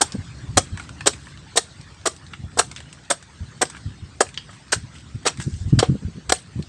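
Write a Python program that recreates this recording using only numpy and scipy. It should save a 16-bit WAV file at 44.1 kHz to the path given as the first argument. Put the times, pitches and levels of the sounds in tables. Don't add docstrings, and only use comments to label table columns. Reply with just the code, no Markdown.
import sys
import numpy as np
from scipy import signal
from scipy.io import wavfile
from scipy.ndimage import uniform_filter1d

SR = 44100
rng = np.random.default_rng(int(sys.argv[2]) if len(sys.argv) > 2 else 0)


def dump(signal):
    limited = np.clip(np.atleast_2d(signal).T, -1, 1)
    pcm = np.round(limited * 32767).astype(np.int16)
    wavfile.write(sys.argv[1], SR, pcm)


N = 294628

# start_s, tearing_db, hold_ms, fall_t60_ms,
# dullness_db_per_octave, push_into_fruit_db, height_on_fruit (0-1)
CUT_STAGES = [(.0095, -9.5, 5.6, 41, -3.5, -13, 0.53), (0.5691, -4, 6.1, 41, 0.5, -8, 0.11),
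              (1.057, -15.5, 3, 100, 3, -16, 0), (1.067, -5, 3.7, 29, -0.5, -13.5, 0.33),
              (1.557, -21, 15, 47, 1.5, -38, .44), (1.568, -9, 4.8, 44, -1, -13, 0.58),
              (2.054, -16, 8.3, 66, -0.5, -17.5, .34), (2.067, -16.5, 4.1, 8.7, -4.5, -24, 0.2),
              (2.571, -29.5, 17, 88, -5, -26, 0), (2.586, -7.5, 6, 52, 0, -13.5, 1),
              (3.099, -14.5, 10.6, 62, -0.5, -16.5, 0.66), (3.612, -14, 9.8, 41, -2, -14, .58),
              (4.203, -9.5, .6, 54, -1, -9, 0.33), (4.718, -11.5, 10.1, 71, .5, -18, 1),
              (5.25, -21, 3.6, 80, 5, -19, 0.6), (5.261, -10.5, 10.4, 71, 4.5, -20.5, 0.56),
              (5.787, -8, 7.1, 38, 4.5, -21, 0.5), (5.823, -21.5, 2.2, 123, 9, -45, 0.2),
              (6.291, -14.5, 4.9, 31, 2.5, -20.5, 0.8), (6.319, -3, 0.96, 14, -1.5, -10.5, 0.3)]
# start_s, level_db, height_on_fruit (0-1, higher rings the upper modes), contact_ms
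CLEAN_BLOWS = [(0.009, -12, 0.5, 0.71), (0.572, -2, 0.4, 0.42), (1.557, -14.5, 0.54, 1),
               (2.055, -20, 0.1, 0.42), (2.572, -12.5, 0.73, 1), (3.612, -13, 1, 1), (4.207, 2, 0.5, 0.59),
               (5.257, -20, 0.84, 0.27), (5.828, 2, 0, 0.74), (6.3216, -1, 0.46, 0.43)]
# pitch_hz, level_db, t60_s
FRUIT_MODES = [(480, 0, .025), (740, -6, .06), (1065, -6, .03), (1420, -7, .03), (1670, -12, .04)]
# pitch_hz, level_db, t60_s
BLADE_MODES = [(3120, -5, .03), (4300, -5, .04), (5600, 0, .045), (7250, -5, .03)]
# frequency_hz, level_db (per Hz)
TEAR_COLOUR = [(200, -25), (600, 5), (1500, 8.5), (2500, 8.5), (3200, 13.5), (6000, 11.5), (9000, 10.5),
               (16000, 20)]
# frequency_hz, level_db (per Hz)
SPIT_COLOUR = [(500, -29), (1500, -8), (4000, -6), (9000, -8.5), (16000, -18.5)]
# start_s, tone_peak_db, pitch_hz, edge_db (bright edge relative to the tones)
CHIP_FALLS = [(.1209, -25, 4910, -22), (.131, -39, 5200, -6), (.7735, -25.5, 1670, -8),
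              (.7967, -26, 1430, -9), (.8914, -29, 1490, -7.5), (1.0073, -23, 1780, -11),
              (1.1336, -28, 2500, -22), (1.269, -35, 1070, -21), (1.3734, -35, 2870, -19),
              (1.812, -35.5, 5140, -29), (2.164, -50, 1720, 14), (2.2653, -36, 4000, -24),
              (2.3345, -24.5, 1990, -30), (2.7138, -31, 1460, 2), (2.7616, -27, 3370, -5),
              (2.77, -33, 2790, -18), (2.7804, -32, 2200, -13), (2.803, -31.5, 1680, -6),
              (2.9277, -42, 3300, 10.5), (3.2257, -35.5, 1600, 0.5), (3.6536, -27.5, 4830, -18),
              (3.671, -47, 6500, 6), (3.699, -32, 2070, 5), (3.7476, -32.5, 1520, -24),
              (3.7673, -32, 1560, -7), (4.2655, -34.5, 1670, -13), (4.2888, -33.5, 2450, -3),
              (4.342, -33.5, 3780, -17), (4.3748, -15.5, 3150, -33), (4.4906, -35, 1280, -26),
              (4.53, -35, 1190, -18), (4.9537, -36, 2060, -29), (5.373, -33, 2090, -4),
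              (5.3999, -21.5, 1720, -9), (5.4134, -31, 1640, -14), (5.4227, -29, 5840, -31),
              (5.5393, -38, 5000, -5), (6.6243, -34.5, 4300, -2)]
# start_s, length_s, pitch_hz, level_db
SOFT_RUSTLES = [(0.77, 0.095, 1560, -46.5), (1.14, .21, 1710, -49.5), (2.33, 0.015, 2480, -44.5),
                (2.762, 0.043, 2460, -48), (3.749, .043, 1550, -48), (4.484, 0.096, 1240, -49.5),
                (4.922, 0.11, 2450, -49.5), (5.38, .06, 1660, -39), (5.4, 0.055, 5400, -44),
                (5.402, .28, 5700, -52.5), (5.674, 0.053, 4300, -54.5)]
# frequency_hz, t60_s
YARD_DECAY = [(300, 0.21), (1000, 0.15), (3000, 0.23), (8000, 0.2)]
# time_s, level_db
WIND_COURSE = [(0, -37.5), (.7, -33), (1.77, -42.5), (2.0, -41.5), (2.75, -35.5), (3.16, -47.5),
               (3.45, -39.5), (4.0, -38.5), (4.6, -42.5), (5.17, -37.5), (5.6, -35), (5.8, -27.5),
               (6.1, -41), (6.68, -39)]
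# frequency_hz, level_db (per Hz)
RUMBLE_COLOUR = [(25, -37), (50, -1), (75, 7), (100, 4), (150, 3), (200, -5.5), (300, -10.5), (400, -20.5),
                 (600, -48)]
# start_s, level_db, pitch_hz
WIND_BUFFETS = [(0.137, -16.5, 197), (0.175, -17.5, 93.7), (0.194, -27, 130), (0.428, -24, 119.4),
                (.481, -18, 104.4), (0.559, -11.5, 94.3), (.717, -16.5, 88.3), (1.788, -29.5, 109.5),
                (2.388, -25, 94), (2.429, -19, 91.2), (3.402, -17.5, 86), (3.852, -14.5, 101),
                (4.015, -22.5, 78.7), (4.755, -19.5, 113.5), (4.822, -23, 94), (5.138, -17.5, 100.6),
                (5.379, -18, 133.4), (5.459, -11, 145), (5.521, -16, 74), (5.6, -16, 88),
                (5.652, -11, 98.3), (5.72, 0, 121), (5.766, -3.5, 108.6), (5.882, -4.5, 135.4),
                (5.907, -10, 125), (5.937, -17, 199), (6.016, -24.5, 185), (6.042, -13, 91.6),
                (6.069, -23.5, 164), (6.141, -28, 149), (6.165, -25.5, 183), (6.281, -19.5, 74.4),
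                (6.552, -16.5, 120), (6.581, -14, 150)]
# frequency_hz, level_db (per Hz)
AIR_COLOUR = [(100, -51), (300, 4.5), (600, 2), (1700, 2), (2440, -4), (4500, -5.5), (6500, -11),
              (9000, -19), (16000, -11.5)]
# frequency_hz, gain_db
PORT_RESPONSE = [(20, -13), (60, -6.5), (6800, 4.5), (8350, 12), (8900, 4.5), (9700, -5.5), (10500, -16),
                 (12600, -29.5), (16000, -58)]

BITE_MS, BLADE_RING_DB = 4.75, -22
SCUFFLE_S = 0.046
BUFFET_TURNS = 11.5
AIR_DB = -52
EDGE_HZ = 15900


def chopping():
    out, thud = np.zeros(N), np.zeros(N)
    t_ms = np.arange(SR // 8) / SR * 1000
    snaps = patchy(5, 3, patch_db=3.0, points=TEAR_COLOUR) * gain_of(2.0 * drift(hz=507))
    jolts = rng.standard_normal(N) * gain_of(5.54 * drift(hz=372))
    spits = evened(patchy(6, 3, patch_db=6.5, points=SPIT_COLOUR) * gain_of(0.77 * drift(hz=120)))

    for s, db, hold, fall, dull_db, push_db, height in CUT_STAGES:
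        bite = np.clip(t_ms / BITE_MS, 0, 1) ** 2
        force = bite * gain_of(-60 * np.maximum(t_ms - BITE_MS - hold, 0) / fall)
        at = slice(round(s * SR), round(s * SR) + len(t_ms))
        tilt = [(hz, -dull_db * np.log2(hz / 4000)) for hz in (500, 16000)]
        spatter = gain_of(-27.5 - 60 * t_ms / 220) * np.clip(t_ms / (BITE_MS + hold), 0, 1)
        tearing = alike(force * snaps[at], force) + spatter * spits[at]
        add(out, s, gain_of(db) * coloured(tearing, tilt))

        count = len(FRUIT_MODES)
        shift = 1 + 0.1 * rng.standard_normal(count)
        gripped = np.array(FRUIT_MODES) * np.c_[shift, np.ones(count), np.full(count, 0.4)]
        shake = signal.fftconvolve(force * jolts[at], ring(gripped, height))
        add(thud, s, gain_of(push_db) * alike(shake, force))
        blade = signal.fftconvolve(force * jolts[at], ring(BLADE_MODES))
        add(out, s, gain_of(db + BLADE_RING_DB) * alike(blade, force))

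    for s, db, height, contact in CLEAN_BLOWS:
        push = np.sin(np.pi * np.clip(t_ms[:200] / max(contact, 0.1), 0, 1)) ** 2
        thump = np.convolve(ring(FRUIT_MODES, height), push)
        add(thud, s, -gain_of(db) * thump / abs(thump).max())
    return out + signal.sosfilt(signal.butter(3, 280, "high", fs=SR, output="sos"), thud)


def chips():
    out, t = np.zeros(N), np.arange(SR // 8) / SR
    faint = [(a * N / SR, -52 + 8 * b, 1200 * 4 ** c, -12 * d) for a, b, c, d in rng.random((50, 4))]
    rows = list(CHIP_FALLS) + faint
    noises = rng.standard_normal((len(rows), len(t)))
    chances = rng.random((len(rows), 2))
    contact = gain_of(-60 * t / 0.0086)
    scuffle = gain_of(-3.5 - 60 * t / SCUFFLE_S)
    shape = np.clip(t / 0.00068, 0, 1) * (contact + scuffle)
    for (s, db, hz, edge_db), noise, (a, b) in zip(rows, noises, chances):
        crackle = noise * shape
        t60 = 12.0 / hz
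        modes = [(hz, 0, t60), ((1.35 + 0.3 * a) * hz, -4, t60), ((0.55 + 0.2 * b) * hz, -8, t60)]
        soft = np.convolve(crackle, np.hanning(round(SR / hz / 2) + 3))
        tone = signal.fftconvolve(np.diff(soft), ring(modes))[:len(t)]
        edge = coloured(crackle, SPIT_COLOUR)
        add(out, s, gain_of(db) * (tone / abs(tone).max() + gain_of(edge_db) * edge / abs(edge).max()))
    return out


def rustles():
    out = np.zeros(N)
    grain = evened(patchy(3, 4, patch_db=4.0, points=TEAR_COLOUR) * gain_of(2.5 * drift(hz=150)))
    for s, length, hz, db in SOFT_RUSTLES:
        part = grain[round(s * SR):round((s + length) * SR)]
        hump = [(hz / 3, -30), (hz / 1.4, -5), (hz, 0), (hz * 1.5, -6), (hz * 4, -14)]
        part = evened(coloured(part, hump))
        add(out, s, gain_of(db) * part * signal.windows.tukey(len(part), 0.6))
    return out


def yard(x):
    out, turn = np.zeros(N), np.arange(N) / SR * 1.3
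    for k in range(3):
        hz, t, z = signal.stft(rng.standard_normal(SR // 2), SR, nperseg=128)
        decay = gain_of(-60 * t / read(YARD_DECAY, hz)[:, None])
        tail = signal.istft(z * decay, SR, nperseg=128)[1]
        tail[:400] *= np.linspace(0, 1, 400)
        share = np.sqrt(2 / 3) * np.cos(np.pi * (turn + k / 3))
        out += signal.fftconvolve(x * share, tail / np.linalg.norm(tail))[:N]
    return out


def wind():
    s, db = np.transpose(WIND_COURSE)
    lumpy = rng.standard_normal(N) * gain_of(0.81 * drift(hz=12.0))
    out = evened(coloured(lumpy, RUMBLE_COLOUR))
    out *= gain_of(np.interp(np.arange(N) / SR, s, db))

    t = np.arange(SR // 3) / SR
    for (s, db, hz), (a, b) in zip(WIND_BUFFETS, rng.random((len(WIND_BUFFETS), 2))):
        turns = hz * t + 0.13 * np.sin(2 * np.pi * (0.353 * hz * t + a)) + b
        swing = np.sin(2 * np.pi * turns)
        swing += 0.22 * np.sin(4 * np.pi * turns + 6 * a)
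        swing += 0.032 * np.sin(6 * np.pi * turns + 6 * b)
        rise = np.clip(t / 0.0098, 0, 1) ** 2
        fall = gain_of(-60 * np.maximum(t - 0.018, 0) * hz / BUFFET_TURNS)
        add(out, s, gain_of(db) * rise * fall * swing)
    return out


def air():
    swell_db = 0.8 * drift(hz=1)
    swell_db = swell_db + 5.4 * np.exp(-np.arange(N) / SR / 0.74)
    return gain_of(AIR_DB + swell_db) * patchy(3, 14, patch_db=4.0, points=AIR_COLOUR)


def scene():
    cut = chopping()
    bits = chips() + rustles()
    scatter = yard(gain_of(-19.5) * cut + gain_of(-12) * bits)
    mono = cut + bits + scatter + wind() + air()
    return np.array([mono, mono])


def record(dry):
    heard = np.clip(coloured(dry[0], PORT_RESPONSE), -1, 1)
    low_pass = signal.firwin(511, EDGE_HZ, window=("kaiser", 9), fs=SR)
    out = signal.oaconvolve(heard, low_pass, "same")
    return np.clip([out, out], -1, 1)


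def ring(modes, height=0.22):
    t = np.arange(SR // 8) / SR
    lean_db = 14 * (height - 0.5)
    return sum(gain_of(db + lean_db * np.log2(hz / modes[0][0]) - 60 * t / t60) * np.sin(2 * np.pi * hz * t)
               for hz, db, t60 in modes)


def patchy(wide, long, patch_db, points):
    frames, hz = N // 128 + 5, np.fft.rfftfreq(512, 1 / SR)
    a, b, patches = rng.standard_normal((frames, 257, 3)).T
    patches = uniform_filter1d(patches, wide, axis=0)
    patches = evened(uniform_filter1d(patches, long, axis=1))
    z = (a + 1j * b) * gain_of(read(points, hz)[:, None] + patch_db * patches)
    return evened(signal.istft(z, nperseg=512, noverlap=384)[1][:N])


def drift(hz):
    return evened(signal.sosfilt(signal.butter(2, hz, fs=SR, output="sos"), rng.standard_normal(N)))


def coloured(x, points):
    log_gain = np.log(gain_of(read(points, abs(np.fft.fftfreq(8192, 1 / SR)))))
    taps = np.fft.ifft(np.exp(np.conj(signal.hilbert(log_gain)))).real[:3000]
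    return signal.oaconvolve(x, taps)[..., :len(x)]


def read(points, hz):
    f, value = np.transpose(points)
    return np.interp(np.log(hz + 1), np.log(f + 1), value)


def add(mix, s, sound):
    part = mix[round(s * SR):][:len(sound)]
    part += sound[:len(part)]


def gain_of(db):
    return 10 ** (np.asarray(db) / 20)


def evened(x):
    return x / np.sqrt(np.mean(x ** 2) + 1e-20)


def alike(x, like):
    return x * np.linalg.norm(like) / np.linalg.norm(x)


dry = scene()
out = record(dry)
dump(out)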